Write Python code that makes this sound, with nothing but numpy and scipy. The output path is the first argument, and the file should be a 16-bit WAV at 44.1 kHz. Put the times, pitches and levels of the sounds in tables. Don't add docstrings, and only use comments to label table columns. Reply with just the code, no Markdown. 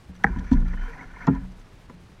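import sys
import numpy as np
from scipy import signal
from scipy.io import wavfile
from scipy.ndimage import uniform_filter1d

SR = 44100
rng = np.random.default_rng(int(sys.argv[2]) if len(sys.argv) > 2 else 0)


def elevation(decibels):
    levels = np.asarray(decibels, float)
    return 10 ** (levels / 20)


def master_out(mix):
    frames = np.transpose(np.atleast_2d(mix))
    ceiling = np.clip(frames, -1, 1)
    pcm = np.round(ceiling * 32767).astype(np.int16)
    wavfile.write(sys.argv[1], SR, pcm)


N = 97020


def evened(x):
    return x / np.sqrt(np.mean(x ** 2) + 1e-20)


def add(mix, s, sound):
    part = mix[round(s * SR):][:len(sound)]
    part += sound[:len(part)]


def resonate(x, hz, width_hz):
    turn = np.exp(2j * np.pi * np.cumsum(hz * np.ones(len(x))) / SR)
    r = np.exp(-np.pi * width_hz / SR)
    around_zero = x / turn + 1e-18
    return 2 * (turn * signal.lfilter([(1 - r) ** 2], [1, -2 * r, r * r], around_zero)).real


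def wander(span_s):
    span = round(span_s * SR)
    return evened(uniform_filter1d(uniform_filter1d(rng.standard_normal(N), span), span))


def ring(hz, db, t60, rise, turn, length_s):
    t = np.arange(round(length_s * SR)) / SR
    swell = (1 - np.exp(-(t / rise) ** 2)) ** 2
    shape = swell * elevation(-60 * np.maximum(t - rise, 0) / t60)
    return elevation(db) * shape / shape.max(-1, keepdims=True) * np.cos(2 * np.pi * (hz * t + turn))


def snap(t60):
    t = np.arange(1300) / SR
    hiss = resonate(rng.standard_normal(1300), 3500, 4500)
    return hiss * elevation(-60 * t / t60) * np.minimum(t / .001, 1)


def sea():
    # frequency in Hz, level in dB
    spectrum = [(25, -6), (100, 2), (250, -9), (600, -16), (2000, -22.5), (5000, -31), (10000, -40.5),
                (15500, -51)]
    frames, hz = N // 256 + 5, np.fft.rfftfreq(1024, 1 / SR)
    a, b, patches = rng.standard_normal((frames, 513, 3)).T
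    patches = evened(uniform_filter1d(uniform_filter1d(patches, 14, 0), 8, 1))
    flicker = evened(uniform_filter1d(rng.standard_normal(frames), 5))
    sparkle_db = 1.5 * flicker * np.clip(hz / 9000, 0, 2)[:, None]
    f, db = np.transpose(spectrum)
    level_db = np.interp(np.log(hz + 1), np.log(f + 1), db)[:, None]
    z = (a + 1j * b) * elevation(sparkle_db) * elevation(level_db + 0.43 * patches)
    return elevation(-50) * evened(signal.istft(z, nperseg=1024, noverlap=768)[1][:N])


def rocking():
    # time in seconds, level in dB
    leaning = [(0, -60), (.2, -58), (.3, -44), (.6, -40), (1.0, -42), (1.3, -49.5), (1.6, -46), (1.9, -60),
               (2.2, -60)]
    s, db = np.transpose(leaning)
    tremble = evened(resonate(rng.standard_normal(N), 33.2, width_hz=20))
    return elevation(np.interp(np.arange(N) / SR, s, db)) * tremble


def squeak():
    start_s, end_s, slips_hz = .735, .9, 40
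    t = np.arange(0, end_s - start_s, 1 / SR)
    hz = np.interp(t, [0, t[-1]], (2960, 3140))
    throb = (1 + 0.29 * np.sin(2 * np.pi * slips_hz * t)) * np.sin(np.pi * t / t[-1]) ** 0.47
    rub = evened(resonate(rng.standard_normal(len(t)), hz, 120))
    out = np.zeros(N)
    add(out, start_s, elevation(-61) * throb * rub)
    return out


def drag():
    # start in seconds, length in seconds, level in dB,
    # brightness in dB per octave
    strokes = [(0.146, 0.026, -55, 6), (0.24, 0.061, -44.5, 0.5), (0.197, 0.036, -51.5, -6),
               (0.27, 0.028, -43.5, -8), (0.31, 0.074, -42.5, -3), (0.384, 0.046, -45, -5.5),
               (0.44, 0.13, -44, 2), (0.519, 0.11, -44, -7), (0.649, 0.1, -44.5, 0.5),
               (0.729, 0.017, -41, -4), (0.771, 0.066, -41.5, -0.5), (0.814, 0.096, -39.5, -1),
               (0.918, 0.036, -39, -0.5), (0.972, 0.071, -39, -2), (1.054, 0.066, -46, -1),
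               (1.136, 0.059, -43.5, -1.5), (1.204, 0.052, -38, -1), (1.283, 0.088, -40, -5),
               (1.377, 0.071, -50.5, -3.5), (1.492, 0.13, -59, 0.5)]
    # frequency in Hz, width in Hz, level in dB
    hull = [(181.2, 33, -4), (261, 45, -6), (458.8, 100, -9.5), (767, 88, -6.5), (988, 140, -0.5),
            (1490, 250, 2), (1694, 300, 2), (2082, 130, -3), (2275, 180, -6), (3200, 140, -24.5),
            (4240, 620, -19.5), (5900, 630, -16.5), (9500, 3000, -36)]
    slips_per_s, edge_s = 7000, 0.0082
    t = np.arange(N) / SR
    slips = elevation(rng.exponential(1, N)) * rng.standard_normal(N)
    slips = evened(slips * (rng.random(N) < slips_per_s / SR))
    start, length, db, bright_db = np.transpose(strokes)[:, :, None]
    inside = np.minimum(t - start, (start + length - t) / 2)
    on = np.clip(inside / edge_s + 0.81, 0, 1)
    out = np.zeros(N)
    for hz, width_hz, res_db in hull:
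        stroke_db = db + bright_db * np.log2(hz / 1450)
        press = np.sqrt((on ** 2 * elevation(2 * stroke_db)).sum(0))
        mode = resonate(slips * press * elevation(1.5 * wander(0.033)), hz, width_hz)
        out += elevation(res_db) * mode * np.sqrt(SR / width_hz) / 5
    return elevation(-0.5) * out


def catching():
    # start in seconds, frequency in Hz, peak in dB, 60 dB decay time in seconds
    catches = [(.268, 1600, -31, .03), (.28, 1560, -38, .04), (.325, 990, -41, .04), (.566, 1700, -42, .03),
               (.73, 1900, -41, .03), (.356, 1610, -41.5, 0.019), (.357, 989, -36, 0.067),
               (.401, 989, -42.5, 0.09), (.402, 1637, -46, 0.054), (.529, 983, -31.5, 0.04),
               (.653, 815, -50.5, 0.026), (.735, 998, -44.5, 0.04), (.771, 1784, -39, 0.024),
               (.824, 1440, -41.5, .03), (.857, 1405, -42, 0.033), (.877, 1620, -42.5, 0.034),
               (.93, 1896, -39, .04), (.952, 1000, -45.5, 0.033), (.96, 780, -42.5, 0.035),
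               (.99, 1960, -39, 0.047), (1.005, 2180, -40.5, .04), (1.008, 950, -42, 0.036),
               (1.028, 1650, -42, 0.024), (1.03, 1393, -43.5, 0.059), (1.158, 2125, -42.5, .04),
               (1.165, 999, -38.5, 0.027), (1.203, 1760, -41, .03), (1.209, 1506, -41.5, 0.075),
               (1.218, 2136, -40, .04), (1.352, 988, -40.5, 0.095)]
    out = np.zeros(N)
    for s, hz, db, t60 in catches:
        add(out, s, ring(hz, db, t60, rise=0.0044, turn=0, length_s=.1))
    return out


def ticking():
    # start in seconds, peak in dB, frequency in Hz
    ticks = [(0.1521, -46, 4570), (0.163, -47, 5890), (0.2378, -30.5, 3310), (0.369, -49, 3080),
             (0.386, -42.5, 3200), (0.3934, -41, 3250), (0.518, -40, 4310), (0.5282, -36.5, 4340),
             (0.5344, -36.5, 3510), (0.578, -52, 5900), (0.5926, -54, 4160), (0.6034, -48.5, 6270),
             (0.6494, -50.5, 3210), (0.6814, -44, 3310), (0.7248, -52.5, 5900), (1.2096, -51, 6100),
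             (1.3503, -46, 3200), (1.5194, -50, 4540), (1.5958, -51, 6620), (1.6144, -53, 3060)]
    t60, housing_hz = 0.01, 5950
    out = np.zeros(N)
    add(out, 1.268, elevation(-38.5) * snap(0.02))
    for s, db, hz in ticks:
        add(out, s - .001, ring(hz, db - 8, t60, 0.0012, 0, .05))
        add(out, s, ring(housing_hz, db - 11, t60, .001, 0, .05))
        add(out, s, elevation(db - 2) * snap(0.03))
    return out


def swaying():
    # start in seconds, frequency in Hz, peak in dB, 60 dB decay time in seconds, swell in seconds
    sways = [(0.086, 73.7, -34.5, 0.15, 0.004), (0.242, 54.6, -27, 0.39, 0.01),
             (.285, 50.1, -19.5, 0.23, 0.018), (0.301, 74.8, -29, .4, 0.043),
             (0.35, 44.64, -24.5, 0.47, 0.018), (0.361, 28.4, -36, .8, 0.023), (.358, 125, -31, .12, .008),
             (0.515, 60.3, -16, 0.3, 0.0041), (.515, 30.6, -12.5, 0.62, .035), (.09, 182, -43, 1.5, 0.0049),
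             (1.909, 176.6, -44, .3, 0.022), (0.621, 54.75, -27, 0.5, 0.034), (0.714, 30.6, -25, 0.3, 0.09),
             (1.272, 69.4, -29, 0.49, 0.017), (1.301, 45.3, -28, 0.45, 0.044),
             (1.331, 31.5, -35.5, 0.92, .05), (1.36, 128, -41, .6, .03), (.362, 185, -30, .35, .012),
             (.62, 180, -28, .35, .025), (1.39, 188, -36, .35, .03), (.865, 462, -44, .12, .02),
             (.285, 370, -40, .12, .01)]
    out = np.zeros(N)
    for s, hz, db, t60, swell_s in sways:
        add(out, s, ring(hz, db, t60, swell_s, turn=-0.17, length_s=0.84))
    return out


def overload():
    click_s, width_s = .2442, 3.5e-5
    return -elevation(-20) * np.exp(-((np.arange(N) / SR - click_s) / width_s) ** 2)


def blow(modes, db, travel_s, tilt_db, count=56):
    hz, peak_db, t60 = np.transpose(modes)
    chance = rng.random((count, 3))
    more = np.linspace(11, 86, count) ** 2 * (.97 + 0.092 * chance[:, 0])
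    more_db = np.interp(np.log(more), np.log(hz), peak_db) - 8.5 + 8 * (chance[:, 1] - .5)
    more_t60 = 0.94 * np.interp(np.log(more), np.log(hz), t60)
    turn = np.r_[-hz * 1.25 * travel_s, chance[:, 2]][:, None]
    hz = np.r_[hz, more][:, None]
    peak_db = np.r_[peak_db, more_db][:, None]
    t60 = np.r_[t60, more_t60][:, None]
    level_db = db + peak_db + tilt_db * np.log2(np.maximum(hz / 300, 1))
    t = np.arange(round(.35 * SR)) / SR
    flutter = rng.uniform(5.2, 34.0, (len(hz), 1)) * np.maximum(t - .03, 0)
    level_db = level_db + 3 * np.sin(2 * np.pi * flutter)
    arrival_s = travel_s * (1000 / hz) ** 0.51
    return ring(hz, level_db, t60, arrival_s, turn, length_s=.35).sum(0)


def knocks():
    # frequency in Hz, peak in dB, 60 dB decay time in seconds
    rim = [(130, -27, .1), (197, -21, 0.06), (259, -31, 0.12), (460.4, -32, .1), (614, -54, 0.035),
           (800, -12, 0.033), (962, -27, 0.02), (1305, -20.5, 0.024), (1615, -7.5, 0.011),
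           (1826, -7, 0.012), (2213, -21, 0.016), (2660, -42, 0.015), (3310, -42.5, 0.0083),
           (6060, -56.5, 0.0072)]
    deck = [(120.8, -27.5, 0.61), (164.8, -20.5, 0.19), (184.6, -28.5, 0.7), (227.4, -30, 0.75),
            (231.4, -10.5, 0.046), (257.4, -11, 0.12), (288, -41.5, 1), (346, -42.5, 0.65),
            (500, -40.5, 0.092), (967, -36.5, 0.06), (1760, -39, 0.032), (3540, -57, 0.067),
            (4390, -66.5, 0.078), (5900, -61, 0.052)]
    side_wall = [(146.7, -15, 0.099), (169, -13.5, 0.092), (183.3, -27, 0.44), (268.9, -16, 0.22),
                 (328, -31.5, 0.068), (372.5, -30.5, 0.14), (457, -31, 0.13), (682, -32, 0.062),
                 (859, -20.5, 0.064), (999, -21, 0.039), (1378, -26.5, 0.072), (1872, -35, 0.045),
                 (2710, -50, 0.085), (5390, -51, 0.01)]
    stern = [(233, -42, 0.073), (492, -50.5, 0.074), (995, -48, 0.062), (1370, -54, 0.064),
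             (2060, -55.5, .03), (2960, -68.5, 0.027)]
    # start in seconds, level in dB, travel at 1 kHz in seconds,
    # tilt above 300 Hz in dB per octave
    rim_blows = [
        (.2405, 2, .003, 0),
        (.2365, -56, .0015, 9),
        (.255, -22, .003, -4),
        (.264, -29, .003, 2),
        (.2675, -26, .004, 1),
        (.089, -21, .003, -14),
    ]
    deck_blows = [
        (.5105, 0, .0046, 0),
        (.529, -22, .003, 6),
        (.358, -23, .002, 1),
        (.367, -19, .002, 1),
    ]
    side_blows = [
        (1.2695, 1, .0074, -1),
        (1.2675, -17, .003, 5),
        (1.352, -28, .004, 0),
    ]
    stern_blows = [
        (1.8955, 3, .002, 0),
    ]
    out = np.zeros(N)
    spots = ((rim, rim_blows), (deck, deck_blows), (side_wall, side_blows), (stern, stern_blows))
    for modes, blows in spots:
        for s, db, travel_s, tilt_db in blows:
            add(out, s, blow(modes, db, travel_s, tilt_db))
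    return out


def scene():
    struck = knocks() + overload() + swaying()
    rubbed = catching() + ticking() + drag() + squeak()
    return (struck + rubbed + sea() + rocking())[None]


def top_cut(x):
    return signal.sosfilt(signal.butter(12, 16000, fs=SR, output="sos"), x)


def record(dry):
    mix = np.clip(dry, -1, 1)
    return top_cut(mix)


dry = scene()
out = record(dry)
master_out(out)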